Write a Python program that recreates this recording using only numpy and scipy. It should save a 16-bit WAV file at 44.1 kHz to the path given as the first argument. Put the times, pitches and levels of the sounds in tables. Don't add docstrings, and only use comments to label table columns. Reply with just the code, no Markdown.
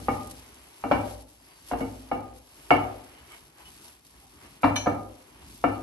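import sys
import numpy as np
from scipy import signal
from scipy.fft import rfft, irfft, next_fast_len
from scipy.io import wavfile

SR = 44100
rng = np.random.default_rng(int(sys.argv[2]) if len(sys.argv) > 2 else 0)


def volts_from_db(level):
    exponent = np.asarray(level, float) / 20
    return 10 ** exponent


def pcm_store(signal):
    levels = np.round(np.clip(np.atleast_2d(signal), -1, 1) * 32767)
    wavfile.write(sys.argv[1], SR, levels.astype(np.int16).T)


N = 256662
LEAD_IN = SR // 5
LENGTH = N + LEAD_IN


def in_time(rows):
    s, *columns = np.transpose(rows)
    return [np.interp(np.arange(N) / SR, s, column) for column in columns]


def at_hz(points, hz, column=1):
    points = np.array(points)
    return np.interp(np.log(hz + 1), np.log(points[:, 0]), points[:, column])


def rms_one(x):
    return x / np.sqrt(np.mean(x ** 2) + 1e-20)


def drift(rate):
    knots = rng.standard_normal(400)
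    return np.interp(np.arange(N) / SR * rate, np.arange(len(knots)), knots, period=len(knots))


def band(x, low_hz, high_hz):
    sos = signal.butter(2, [low_hz, min(high_hz, 0.45 * SR)], "band", fs=SR, output="sos")
    return signal.sosfilt(sos, x)


def ring(force, hz, t60):
    r = volts_from_db(-60 / (t60 * SR))
    w = 2 * np.pi * hz / SR
    return signal.lfilter([0, np.sin(w)], [1, -2 * r * np.cos(w), r * r], force + 1e-18)


# (frequency [Hz], t60 [s])
ROOM_DECAY = [(60, 0.8), (130, 0.35), (350, 0.66), (920, 0.5), (2400, 0.31), (6000, 0.31), (12000, 0.3)]


def kitchen(x):
    t = np.arange(int(0.9 * SR)) / SR
    white = rng.standard_normal((2, 2, len(t)))
    edges = 40 * 2 ** np.arange(0, 8.6, 0.5)
    swell = 1 - np.exp(-t / 0.0062)
    tail = 0
    for k, (low, high) in enumerate(zip(edges, edges[1:])):
        dying = volts_from_db(-60 * t / at_hz(ROOM_DECAY, np.sqrt(low * high))) * swell
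        part = band(white[k % 2], low, high) * dying
        energy = np.sum(part ** 2, axis=1, keepdims=True)
        tail = tail + part * np.sqrt((high - low) / SR * 2 / energy)
    return volts_from_db(-1) * signal.fftconvolve(x, tail, axes=1)[:, :LENGTH]


def rustle(spectrum, per_s, grain_s, grain_db, patchy_db):
    sizes = volts_from_db(grain_db * np.minimum(rng.exponential(1, N), 5))
    contacts = sizes * (rng.random(N) < per_s / SR)
    gate = 1 + signal.lfilter([1], [1, -np.exp(-1 / (grain_s * SR))], contacts)
    white = rng.standard_normal((2, 2, N)) * gate
    together = drift(12)
    edges = np.geomspace(spectrum[0][0], spectrum[-1][0], 9)
    out = 0
    for k, (low, high) in enumerate(zip(edges, edges[1:])):
        flicker_db = patchy_db * (together + 0.61 * drift(22))
        gain = volts_from_db(at_hz(spectrum, np.sqrt(low * high)) + flicker_db)
        out = out + gain * band(white[k % 2], low, high)
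    return rms_one(out)


# (frequency [Hz], level [dB per Hz])
RUMBLE_SPECTRUM = [(35, -23), (55, 3), (100, -6.5), (150, -4.5), (220, -14.5), (300, -0.5), (420, -30.5)]


def worktop_rumble(gain):
    return gain * rustle(RUMBLE_SPECTRUM, per_s=40, grain_s=0.02, grain_db=0, patchy_db=0.9)


# (start [s], end [s], frequency [Hz], wander [Hz])
SQUEAK_PASS = (1.37, 1.63, 4650, 120)


def squeak():
    start, end, hz, wander_hz = SQUEAK_PASS
    held, = in_time([(start - 0.02, 0), (start + 0.03, 1), (end - 0.03, 1), (end + 0.02, 0)])
    pitch = hz + wander_hz * drift(30)
    whistle = np.sin(2 * np.pi * np.cumsum(pitch) / SR)
    return held * volts_from_db(-71 + 5 * drift(50)) * whistle * [[1], [0.6]]


# (time [s], length [s], frequency [Hz], level [dB])
SLIDES = [(3.34, .03, 2205, -54), (3.33, .035, 3100, -59), (3.32, .025, 1250, -60), (3.33, .03, 8000, -69),
          (3.2, .04, 3000, -64), (3.67, .025, 2985, -56), (3.62, .03, 1000, -66), (3.87, .04, 980, -67),
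          (4.25, .03, 790, -60), (4.45, .04, 1200, -65), (5.75, .02, 2800, -57), (5.75, .015, 4430, -66)]


def rubbing():
    out = np.zeros((2, N))
    t = np.arange(-8000, 8000) / SR
    for s, length, hz, db in SLIDES:
        tone = rms_one(ring(rng.standard_normal((2, len(t))), hz, 0.05))
        swell = np.exp(-(t / length) ** 2) * tone
        at = round((s + t[0]) * SR)
        out[:, at:at + len(t)] += volts_from_db(db) * swell[:, :N - at]
    return out


# (frequency [Hz], level [dB per Hz])
SOFT_SPECTRUM = [(300, 10.5), (500, -2), (800, 5.5), (1500, -2.5), (2200, -1), (2600, -0.5), (3000, -8),
                 (3500, -14), (4500, -19.5)]


def soft_rubbing(gain):
    return gain * rustle(SOFT_SPECTRUM, per_s=65, grain_s=0.002, grain_db=-11.5, patchy_db=1.5)


# (frequency [Hz], level [dB per Hz])
CRISP_SPECTRUM = [(2500, 3), (3500, 2), (5000, 3.5), (7000, -2), (8500, -1), (10000, -0.5), (13500, -6)]


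def crisp_rustle(gain):
    return gain * rustle(CRISP_SPECTRUM, per_s=2500, grain_s=0.0006, grain_db=0.6, patchy_db=0.35)


# (time [s], peak level [dB], centre frequency [Hz], length [s])
BREAKS = [(0.2723, -33.5, 8000, 0.0017), (0.3104, -31, 8000, 0.0022), (0.5427, -41, 8000, 0.0022),
          (1.102, -41, 8000, 0.002), (1.2216, -42, 7840, 0.002), (1.298, -48, 8000, 0.0036),
          (1.4651, -47.5, 8100, 0.0016), (2.364, -47, 7970, 0.0025), (3.272, -56, 7850, 0.0033),
          (3.842, -42, 8250, 0.0018), (4.048, -45.5, 7650, 0.0022), (4.07, -46.5, 8100, 0.0025),
          (4.433, -48, 8100, 0.0023), (4.617, -40.5, 7630, 0.0051), (5.1124, -60, 8100, 0.0018)]


def snaps():
    out = np.zeros((2, N))
    t = np.arange(1200) / SR
    for s, db, hz, length in BREAKS:
        burst = band(rng.standard_normal((2, len(t))), hz / 2.2, hz * 1.6)
        at = round(s * SR)
        out[:, at:at + len(t)] += volts_from_db(db - 11) * burst * t / length * np.exp(1 - t / length)
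    return out


def after_knocks(level_db, fall_s, power):
    force = np.zeros(LENGTH)
    s, db = np.transpose(EARLIER_BLOW + BLOWS)[:2]
    force[LEAD_IN + np.round(s * SR).astype(int)] = volts_from_db(2 * (db + level_db))
    r = np.exp(-1 / (fall_s / power * SR))
    swell = signal.lfilter([1], [1, -r], force + 1e-18)
    late = np.exp(-1 / (fall_s / 12 * SR))
    return signal.lfilter([1 - late], [1, -late], swell)[LEAD_IN:]


# (time [s], stirring as crisp rustle [dB], grip on the shreds [dB],
# leaning on the worktop [dB])
STIRRING = [(0.0, -60, -6, 13.5), (0.6, -67, 3.5, 2), (0.86, -65, 2, -3), (1.02, -62.5, 6, 0),
            (1.3, -67, -5, 2), (1.52, -68, 2.5, -3.5), (1.88, -64.5, -2, 5.5), (2.14, -70, 6.5, 3.5),
            (2.56, -76, 5, 6), (2.72, -65.5, 6.5, -0.5), (3.63, -70.5, 3, 4.5), (3.76, -64, 1, 7),
            (3.92, -69.5, -2.5, 1.5), (4.88, -68, 7, 9), (5.06, -69.5, 3, 4.5), (5.43, -69, 5, 6.5),
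            (5.59, -67.5, 1, 12.5), (5.82, -66.5, 4.5, 7)]
# (time [s], width [s], level [dB])
LETTING_GO = [
    (1.255, 0.024, -7),
    (1.4, 0.067, -3.5),
    (2.46, 0.1, -8.5),
    (3.54, 0.037, -2.5),
    (4.02, 0.056, -4),
    (4.6, 0.016, -2.5),
    (5.07, 0.025, -2),
]
# (time [s], crisp level [dB], width [s], wetness [dB])
TOSSES = [(.12, -63.5, 0.1, 9), (.31, -59, 0.011, -8), (.39, -65.5, 0.026, -15), (1.1, -59.5, 0.034, 6),
          (1.22, -71, 0.015, 3), (1.7, -57, 0.024, 4.5), (1.8, -63, .025, 11), (1.95, -66.5, 0.074, 3),
          (2.37, -65.5, 0.021, -6), (2.6, -65.5, 0.15, 4.5), (3.341, -65, 0.043, 11),
          (3.61, -66.5, 0.025, 12.5), (3.68, -65.5, 0.033, 10), (3.87, -63.5, 0.053, 6.5),
          (4.071, -68, 0.022, -10.5), (4.45, -69.5, 0.031, 14), (5.11, -86, 0.022, 6),
          (5.54, -64.5, 0.083, -11)]


def hands():
    stir_db, press_db, lean_db = in_time(STIRRING)
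    t = np.arange(N) / SR
    for s, width, db in LETTING_GO:
        stir_db = stir_db + db * np.exp(-((t - s) / width) ** 2)
    mean_db = stir_db.mean()
    swing_db = stir_db - mean_db
    soft_db = mean_db + 7 + 0.99 * swing_db + press_db
    rumble_db = mean_db + 5.5 + 0.5 * swing_db + lean_db
    crisp = volts_from_db(2 * stir_db) + after_knocks(level_db=-51.5, fall_s=0.047, power=1.4)
    soft = volts_from_db(2 * soft_db) + after_knocks(level_db=-39.5, fall_s=0.12, power=3.5)
    rumble = volts_from_db(2 * rumble_db) + after_knocks(level_db=-30.5, fall_s=0.15, power=2.18)
    for s, db, width, wet_db in TOSSES:
        swell = volts_from_db(2 * db) * np.exp(-((t - s) / width) ** 2)
        crisp = crisp + swell
        soft = soft + swell * volts_from_db(2 * wet_db)
    return volts_from_db(6) * np.sqrt(crisp), np.sqrt(soft), np.sqrt(rumble)


def strike(modes, times, levels_db, hardness_db, cut_hz, spread_db):
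    out = np.zeros((2, LENGTH))
    soft = np.exp(-2 * np.pi * cut_hz / SR)
    chance = rng.standard_normal((len(times), len(modes), 5))
    at = LEAD_IN + np.round(times * SR).astype(int)
    for m, (hz, mode_db, t60) in enumerate(modes):
        both, left, right, *sign = chance[:, m].T
        luck_db = spread_db * (both + np.array([left, right]))
        db = levels_db + mode_db + hardness_db * np.log2(hz / 800) + luck_db
        force = np.zeros((2, LENGTH))
        force[:, at] = volts_from_db(db) * np.sign(sign)
        out[:, at[0]:] += ring(force[:, at[0]:], hz, t60)
    return signal.lfilter([(1 - soft) ** 2], [1, -2 * soft, soft ** 2], out + 1e-18)


# (frequency [Hz], level [dB per Hz])
SLAB_SPECTRUM = [(250, -29.5), (450, -2), (750, 8.5), (1000, -2.5), (1400, -6), (2300, -21), (3200, -30),
                 (3600, -32.5), (5500, -44.5), (7000, -59.5), (9000, -68.5)]


def thuds(times, levels_db, hardness_db, rise_s, fall_s):
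    out = np.zeros((2, LENGTH))
    t = np.arange(2048) / SR
    hz = np.arange(1025) * SR / len(t)
    shape = (1 - np.exp(-t / rise_s)) * np.exp(-t / fall_s)
    for s, db, tilt_db in zip(times, levels_db, hardness_db):
        grit = rng.standard_normal(len(t))
        own = rng.standard_normal((2, len(t)))
        colour = volts_from_db(at_hz(SLAB_SPECTRUM, hz) + tilt_db * np.log2((hz + 100) / 800))
        burst = rms_one(irfft(rfft(grit + 0.62 * own) * colour))
        at = LEAD_IN + round(s * SR)
        out[:, at:at + len(t)] += volts_from_db(db) * burst * shape
    return out


# (time [s], peak level [dB])
TOUCHES = [
    (4.7605, -31),
    (4.765, -25),
]
# (frequency [Hz], level [dB], t60 [s])
RIM_MODES = [(1746, -1, 0.051), (2330, 3.5, 0.074), (2570, -4, 0.045), (3006, 5, 0.078), (3130, -3, 0.06),
             (3650, 0, 0.074), (3900, -15, .1), (4153, 2, 0.064), (4750, -7.5, 0.04), (5230, -9, .04),
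             (5900, 0.5, 0.1), (5810, -9, 0.075), (5897, -13, 0.36), (6218, -11, 0.055), (6471, -3, 0.098),
             (7820, -7.5, 0.031), (9070, -8, 0.035), (10200, -6, 0.046), (11200, -8.5, 0.033)]


def clink():
    s, db = np.transpose(TOUCHES)
    tick = thuds(s - 0.003, db - 6.5, [7.5, 8.5], rise_s=0.0006, fall_s=0.011)
    return tick + strike(RIM_MODES, s - 0.002, db - 5.5, 0, cut_hz=8100, spread_db=-1.2)


# (time [s], peak level [dB], weight on the worktop [dB], bowl share [dB],
# hardness [dB per octave])
BLOWS = [(0.084, -16.5, 0.5, -6, 0), (0.839, -19.5, 0.5, -5, -2), (0.913, -9.5, -4.5, -16.5, 0.9),
         (0.918, -18, 3.5, -9, 6.5), (1.714, -20.5, 5, -13, 1), (1.734, -20.5, 0, -19, 0.5),
         (1.807, -22.5, 6.5, -5, -1.6), (2.115, -16.5, -1, -7.5, -0.9), (2.706, -8, -5.5, -3, 2.1),
         (2.713, -10, -2, -6.5, -11.5), (4.633, -17.5, 8.5, 2, 0.5), (4.64, -7, -8.5, -24, 2),
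         (4.861, -21, 1.5, -23, 3), (4.869, -13.5, -0.5, -5, -2.6), (5.64, -12, 0.5, -2, -1)]
EARLIER_BLOW = [
    (-0.14, -22.5, 9, 0, 0.1),
]
# (frequency [Hz], level [dB], t60 [s])
WORKTOP_MODES = [(160, -13.5, 0.39), (240.8, 2.5, 0.073), (260.5, -0.5, 0.25), (293.4, 3, 0.12),
                 (317, -12, 0.45), (364.6, -6, 0.16), (468.3, -2.5, 0.15)]
BOWL_MODES = [(1123, -26.5, 0.027), (1224, -3, 0.12), (1343.6, -7.5, .13), (1759, -13.5, 0.18),
              (2216, -8, 0.078), (2321, -11.5, 0.14), (2550, -33, 0.028), (2760, -9, 0.11),
              (2912, -14, 0.13), (3120, -18.5, 0.06), (3970, -25, 0.039), (4870, -25.5, 0.0677)]
SLAB_MODES = [(513.4, -5, 0.11), (594.4, -6, 0.2), (717.6, -1.5, 0.095), (783.3, -2.5, 0.12),
              (876, -4.5, 0.19), (968.7, -4, 0.053)]
CABINET_MODES = [(59.4, -10, 0.36), (84, -20, 0.25), (102.7, -9, 0.65)]


def knocks():
    s, db, weight_db, bowl_db, hardness_db = np.transpose(EARLIER_BLOW + BLOWS)
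    slab = thuds(s - 0.001, db - 1.5, hardness_db, rise_s=0.0016, fall_s=0.0069)
    worktop = strike(WORKTOP_MODES, s + 0.005975, db + weight_db - 12.5, 0, cut_hz=1580, spread_db=1.2)
    bowl = strike(BOWL_MODES, s, db + bowl_db - 2.5, hardness_db, cut_hz=2440, spread_db=2.45)
    cabinet = strike(CABINET_MODES, s + 0.015, db + weight_db - 11, 0, cut_hz=160, spread_db=-1.0)
    slab_ring = strike(SLAB_MODES, s, db - 10, hardness_db, cut_hz=2300, spread_db=2.0)
    return slab + slab_ring + worktop + bowl + cabinet


def scene():
    crisp_gain, soft_gain, rumble_gain = hands()
    shreds = soft_rubbing(soft_gain) + crisp_rustle(crisp_gain) + snaps()
    heavy, light = knocks(), clink()
    blows = heavy + light + kitchen(heavy + 0.67 * light)
    return worktop_rumble(rumble_gain) + squeak() + rubbing() + shreds + blows[:, LEAD_IN:]


# (frequency [Hz], level [dB])
HOUSING_COLOUR = [(20, -33), (38, -17), (52, -2), (8500, 2), (9800, 10), (11000, 10.5), (11600, 9),
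                  (12100, 0), (12600, -7), (13200, -24.5)]
# (frequency [Hz], likeness [0-1], left minus right [dB])
PORT_LIKENESS = [(61.3, 1, -2.4), (130, 0.91, 1.5), (307, 0.89, 3), (634, 0.02, 2), (1320, 0.52, 2.5),
                 (2200, 0, -3.5), (2930, 0.54, -0.5), (3850, 0.6, -1), (6460, 0, 7.5), (7400, 0.6, -0.5),
                 (8700, 0.5, 1.5),
                 (9700, .9995, 0), (10450, .9995, 0), (11000, .88, 0), (11700, .95, 0)]
# (frequency [Hz], phase [turns])
PORT_PHASE = [(300, 0), (1200, .08), (2800, .5), (4500, 1), (6000, 1.5), (7400, 1.2), (8500, 1),
              (9850, .51), (10350, .49), (11700, 0)]


def two_ports(dry):
    size = next_fast_len(N + 4096)
    hz = np.arange(size // 2 + 1) * SR / size
    first, second = rfft(dry, size) * volts_from_db(at_hz(HOUSING_COLOUR, hz))
    ports = PORT_LIKENESS
    alike = np.clip(at_hz(ports, hz), 0, 1)
    tilt = volts_from_db(at_hz(ports, hz, column=2) / 2)
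    shared = first * np.exp(-2j * np.pi * at_hz(PORT_PHASE, hz))
    right = alike * shared + np.sqrt(1 - alike ** 2) * second
    return irfft([first * tilt, right / tilt], size)[:, :N]


def top_cut(x):
    return signal.sosfilt(signal.butter(12, 13210, fs=SR, output="sos"), x)


def record(dry):
    mix = two_ports(dry)
    return top_cut(mix)


dry = scene()
out = record(dry)
pcm_store(out)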